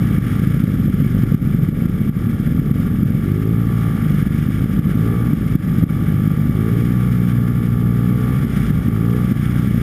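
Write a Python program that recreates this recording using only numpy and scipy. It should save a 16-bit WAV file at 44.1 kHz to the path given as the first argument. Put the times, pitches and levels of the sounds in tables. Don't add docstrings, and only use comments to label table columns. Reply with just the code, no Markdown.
import sys
import numpy as np
from scipy import signal
from scipy.fft import rfft, irfft
from scipy.io import wavfile
from scipy.ndimage import uniform_filter1d

SR = 44100
rng = np.random.default_rng(int(sys.argv[2]) if len(sys.argv) > 2 else 0)


def to_wav(s):
    ch = np.atleast_2d(s).T
    pcm = np.round(np.clip(ch, -1, 1) * 32767)
    wavfile.write(sys.argv[1], SR, pcm.astype(np.int16))


def invert_db(x):
    u = np.asarray(x, float) / 20
    return 10 ** u


N = 433052
START_HZ = 55
IN_STEP = .95

# (frequency [Hz], density [dB per Hz])
EXHAUST = [(12, -79), (20, -73), (40, -12.5), (80, -10), (113, -1.5), (176, -1), (237, -6), (368, -20.5),
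           (471, -21), (520, -23.5), (698, -29), (822, -26), (952, -26), (1000, -30), (1300, -87),
           (2200, -120)]
# (frequency [Hz], density [dB per Hz])
COWL = [(560, -41), (950, -2.5), (1000, -3), (1120, 6.5), (1180, 7), (1390, 6), (1520, -3.5), (1660, -3),
        (1920, -10.5), (2240, -10.5), (2510, -22.5), (3340, -17.5), (4180, -32.5), (5100, -16),
        (6000, -21.5), (7800, -67), (13200, -120)]
# (frequency [Hz], width [Hz], level [dB])
AIR_BOX = [(587, 84, -11), (817, 108, -6.5), (1167.4, 57, 4), (1408, 69, -10), (1728, 13, -5.5),
           (2224, 11.4, -9)]


def in_time(rows):
    s, *columns = np.transpose(rows)
    return [np.interp(np.arange(N) / SR, s, c) for c in columns]


def rms_one(x):
    return x / np.sqrt(np.mean(x ** 2) + 1e-20)


def colour(x, spectrum, smear_s=0.):
    hz = np.maximum(np.fft.rfftfreq(N, 1 / SR), 1)
    corner_hz, db = np.transpose(spectrum)
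    lag = np.exp(-1j * np.pi * smear_s * hz ** 2 / 1000)
    gain = invert_db(np.interp(np.log(hz), np.log(corner_hz), db))
    return rms_one(irfft(rfft(x) * lag * gain, N))


def band(x, low_hz, high_hz):
    return rms_one(signal.sosfilt(signal.butter(3, [low_hz, high_hz], "band", fs=SR, output="sos"), x))


def ring(x, modes):
    out = 0
    for k, (hz, width_hz, db) in enumerate(modes):
        r = np.exp(-np.pi * width_hz / SR)
        poles = [1, -2 * r * np.cos(2 * np.pi * hz / SR), r * r]
        zeros = np.array([1, 0, -1]) * (1 - r * r) / 2
        out = out + (-1) ** k * invert_db(db) * signal.lfilter(zeros, poles, x + 1e-18)
    return rms_one(out)


def drift(rate_hz):
    r = np.exp(-80 * np.pi * rate_hz / SR)
    slow = signal.lfilter([1], [1, -2 * r, r * r], rng.standard_normal(N // 40 + 2002))[2000:]
    return np.interp(np.arange(N) / 40, np.arange(len(slow)), rms_one(slow))


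def clicks(at_s, sizes):
    out = np.zeros(N)
    np.add.at(out, np.clip(np.round(at_s * SR).astype(int), 0, N - 1), sizes)
    return out


def new_turns(turns):
    return np.flatnonzero(np.diff(np.floor(turns)))


def gated_hiss(turns, delay, sharp):
    gate = np.exp(-sharp * ((turns - delay) % 1))
    return rng.standard_normal(N) * uniform_filter1d(gate, size=60)


def engine_state():
    # (time [s], pull towards crank speed [Hz], load [0-1], every-second-turn steadiness [0-1])
    throttle = [(0, 44.9, .35, .3), (.24, 63.3, .4, .3), (.46, 44.6, .3, .4), (.72, 46.6, .28, .4),
                (1.2, 40.2, .26, .4), (1.97, 36.3, .45, .5), (2.38, 49.8, .3, .5), (2.6, 45.2, .3, .5),
                (2.87, 34.6, .3, .5), (3.03, 55.3, .3, .5), (3.22, 63.2, .9, .6), (3.7, 51.8, .9, .8),
                (3.92, 42.5, .4, .85), (4.21, 53.6, .4, 1), (4.72, 38.5, .3, .5), (4.85, 66.4, .5, .4),
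                (4.97, 66.7, .9, .4), (5.27, 43, .25, .5), (5.8, 58.1, .35, .5), (5.97, 51, .58, .5),
                (6.54, 66.8, .95, .5), (6.95, 59, .95, .5), (8, 64, .95, .5), (8.4, 48.4, .27, .5),
                (8.9, 68.3, .88, .8), (9.24, 55.6, .55, .9), (9.33, 60.2, .4, 1), (9.66, 53.2, .47, .8)]
    flywheel_s, thumb_s = .4, .08
    s, *columns = np.transpose(throttle)
    move = np.searchsorted(s, np.arange(N) / SR, "right") - 1
    pull_hz, load, steady = [uniform_filter1d(c[move], size=int(thumb_s * SR)) for c in columns]
    r = np.exp(-1 / (flywheel_s * SR))
    return signal.lfilter([1 - r], [1, -r], pull_hz, zi=[START_HZ])[0], load, steady


def trail_roughness_db():
    # (time [s], level [dB])
    trail = [(0, 3), (.38, 4), (.5, 1.2), (1.2, 1.5), (1.6, -0.5), (2.3, -0.5), (3, .2), (3.6, -1.6),
             (4.1, 3), (5, 0.9), (5.5, 1.2), (6.4, 0), (6.7, 1.7), (7.9, -2.3), (8.6, 4.5), (9, -0.6),
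             (9.46, 3.5), (9.82, 1.6)]
    return in_time(trail)[0]


def lead_sled():
    turns = np.cumsum(74 + 3.0 * drift(.4)) / SR
    at = new_turns(turns)
    luck = rng.standard_normal((1000, 2))[:len(at)]
    return colour(clicks(at / SR + 0.00055 * luck[:, 0], invert_db(1.0 * luck[:, 1])), EXHAUST)


def trail_rumble():
    return colour(rng.standard_normal(N) * invert_db(0.5 * drift(23)), EXHAUST)


def track_rattle(turns):
    loose = rng.standard_normal(N) * invert_db(0.91 * drift(19) + 1.6 * drift(30))
    return loose + 1.1 * gated_hiss(turns, 0.633, sharp=1.95)


def snow_spray(rattle, trail_db):
    return invert_db(-68 + 1.8 * trail_db) * band(rattle, 4370, 5680)


def panel_clatter(rattle, octaves, trail_db):
    level_db = -41.5 + 2 * octaves + trail_db
    return invert_db(level_db) * (band(colour(rattle, COWL), 1827, 4650) + invert_db(-10.5) * ring(rattle, AIR_BOX[4:]))


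def chassis_shake(turns, octaves, load, trail_db):
    level_db = -29.5 - 18 * load + 0.77 * trail_db - 6.4 * octaves + 5.5 * np.minimum(drift(11.0), .4)
    return invert_db(level_db) * np.sqrt(2) * np.cos(2 * np.pi * turns)


def intake(turns, load):
    port = clicks(new_turns(turns - .3) / SR, 1)
    port = rms_one(port) * (.6 + .4 * load) * invert_db(1.0 * drift(20))
    gulp = band(colour(gated_hiss(turns, 0.27, sharp=1.2), COWL), 750, 2060)
    notch = signal.iirnotch(985, 4.0, fs=SR)
    rung = signal.lfilter(*notch, signal.lfilter(*notch, ring(port, AIR_BOX)))
    return rms_one(rung) + invert_db(-9) * gulp


def rich_firings(turns, load, steady):
    # (time [s], peak [dB], depth of the gain duck that follows [dB])
    big_pops = [(0.182, -3.1, 8.3), (0.395, -3.9, 5.2), (0.638, -4.6, 5.9), (0.898, -4.9, 5.6),
                (1.021, -3.4, 3.2), (1.234, -2.9, 4.4), (1.344, -2.0, 11.4), (1.546, -3.1, 6.4),
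                (1.687, -2.3, 8), (1.855, -4.1, 6.6), (2.092, -4.9, 10.3), (2.594, -4.1, 6.3),
                (2.711, -3.7, 6.5), (3.03, -2.8, 4.9), (3.317, -3.8, 3.4), (4.269, -4.8, 5),
                (4.487, -4.1, 4.5), (4.64, -3.9, 6.5), (4.791, -3.1, 7.8), (4.869, -3.8, 1.4),
                (5.332, -1.1, 8), (5.553, -0.4, 12.6), (5.836, -1.0, 11.2), (6.275, -2.8, 4.2),
                (6.494, -4.0, 3.1), (8.448, -4.7, 6.5), (8.704, -4.0, 4), (8.882, -2.7, 5.7),
                (9.319, -3.3, 6.5), (9.674, -4.5, 2.9)]
    share, peak_db, rest_s, most_duck_db = .4, -5.8, .035, 3.
    s, db, pop_duck_db = np.transpose(big_pops)
    at = new_turns(turns)
    luck = rng.random((700, 2))[:len(at)]
    clear = np.abs(at[:, None] / SR - s).min(axis=1) > rest_s
    small = clear & (luck[:, 0] < share * (1 - load[at]) * (1 - steady[at]))
    small |= clear & (steady[at] >= IN_STEP) & (np.arange(len(at)) % 2 == 0)
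    rich = luck[small, 1]
    pop_s = np.r_[s, at[small] / SR]
    pop_db = np.r_[db, peak_db + 1.6 * (rich - .5)]
    return pop_s, pop_db, np.r_[pop_duck_db, most_duck_db * rich ** 2]


def pops(s, db):
    u = np.pi * 165 * (np.arange(-700, 701) / SR)
    puff = (1 - 2 * u ** 2) * np.exp(-u ** 2) - .08 * np.exp(-(u / 3.0) ** 2)
    return signal.fftconvolve(clicks(s + .002, invert_db(db - .6)), puff, "same")


def hush(s):
    return np.clip(1 - 0.91 * np.convolve(clicks(s + 0.0015, 0.63), np.hanning(700), "same"), 0, 1)


def firings(turns, load, steady):
    at = new_turns(turns)
    luck = rng.standard_normal((700, 3))[:len(at)]
    lean = 1 - load[at]
    slips = np.cumsum(luck[:, 0] > 3.0 * steady[at] - .6)
    weak_turn = (np.arange(len(at)) + slips * (steady[at] < IN_STEP)) % 2
    scatter_db = (1.2 + 3.0 * lean) * np.clip(luck[:, 1], -2, 1.3)
    sizes = np.clip(1 - 1.3 * lean * weak_turn, .1, 1) * invert_db(scatter_db)
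    jitter_s = (.0001 + 0.0028 * lean * (1.1 - steady[at])) * luck[:, 2]
    return clicks(at / SR + jitter_s, sizes)


def even_orders(turns, speed, load):
    # (multiple of crank speed [-], level [dB])
    orders = [(1, -6.5), (2, 3), (3, -4), (4, -4.5), (5, -12.5), (6, -16), (7, -14), (8, -17), (9, -54),
              (10, -15), (11, -57)]
    pull = np.clip(uniform_filter1d(np.gradient(speed) * SR, size=4000) / 22, 0, 1)
    lines = 0
    for (k, db), p in zip(orders, rng.random(len(orders))):
        line_db = db + 3.06 * drift(18.0) + 8.2 * pull * (4 < k < 10)
        lines = lines + invert_db(line_db) * np.cos(2 * np.pi * k * turns - .2 * k * (1 + p))
    return rms_one(lines) * load ** 2.5


def exhaust(turns, speed, load, steady, rumble):
    fired = colour(firings(turns, load, steady), EXHAUST, smear_s=.003)
    fired = fired * (1 - .5 * load ** 2) * invert_db(3.7 * (1 - load) * steady ** 4)
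    out = invert_db(-6.0) * fired + invert_db(-9.5) * even_orders(turns, speed, load)
    out = out + invert_db(-7) * rumble * (1.05 - .65 * load) * (1 - .3 * steady ** 4)
    out = invert_db(-11) * (out + invert_db(-13) * lead_sled())
    out = .55 * np.tanh(out / .55)
    return signal.sosfiltfilt(signal.butter(3, 520, fs=SR, output="sos"), out)


def gain_control(s, depth_db):
    slow_share, slow_release_s, attack_s = 0.46, 0.072, .0015
    release_db = 125 * np.arange(N) / SR
    duck_db = np.maximum.accumulate(clicks(s + .006, .92 * depth_db) + release_db) - release_db
    lingering = clicks(s + 0.0081, slow_share * depth_db ** 2 / 12)
    slow_db = signal.lfilter([1], [1, -np.exp(-1 / (slow_release_s * SR))], lingering)
    r = np.exp(-1 / (attack_s * SR))
    return invert_db(-signal.lfilter([(1 - r) ** 2], [1, -2 * r, r * r], np.maximum(duck_db, slow_db)))


def scene():
    speed, load, steady = engine_state()
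    trail_db = trail_roughness_db()
    octaves = np.log2(speed / START_HZ)
    turns = np.cumsum(speed) / SR
    pop_s, pop_db, pop_duck_db = rich_firings(turns, load, steady)
    rumble, rattle = trail_rumble(), track_rattle(turns)
    intake_db = -45 + 2.5 * octaves + 3 * load + 1.5 * drift(2.4) + 0.56 * trail_db
    mix = snow_spray(rattle, trail_db) + panel_clatter(rattle, octaves, trail_db)
    mix = mix + chassis_shake(turns, octaves, load, trail_db)
    mix = mix + invert_db(intake_db) * intake(turns, load)
    mix = mix + invert_db(intake_db - 8.5 - 7 * load) * band(rumble, 520, 930)
    mix = mix + exhaust(turns, speed, load, steady, rumble) * hush(pop_s) + pops(pop_s, pop_db)
    return np.tile(gain_control(pop_s, pop_duck_db) * mix, (2, 1))


def band_limit(x):
    return signal.sosfilt(signal.butter(12, 15690, fs=SR, output="sos"), x)


def record(dry):
    # (frequency [Hz], density [dB per Hz])
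    mismatch = [(18, -38), (30, -9), (249, -7), (970, -18.5), (1210, -25.5), (4380, -33.5), (6000, -41),
                (7840, -37), (10000, -37), (13000, -71), (22000, -120)]
    hold_hz, cutoff_hz = 12000, 15350
    x = signal.sosfilt(signal.butter(8, hold_hz / 2, fs=SR, output="sos"), dry[0] * invert_db(0.92))
    x = signal.sosfilt(signal.butter(2, 36, "high", fs=SR, output="sos"), x)
    mirrored = x * (1 + 2 * np.cos(2 * np.pi * hold_hz * np.arange(N) / SR))
    hz = np.fft.rfftfreq(N, 1 / SR)
    held = irfft(rfft(mirrored) * np.sinc(hz / hold_hz) * (hz < cutoff_hz), N)
    side = colour(rng.standard_normal(N), mismatch) * invert_db(-58.5)
    return band_limit(np.clip([held + side, held - side], -1, 1))


dry = scene()
out = record(dry)
to_wav(out)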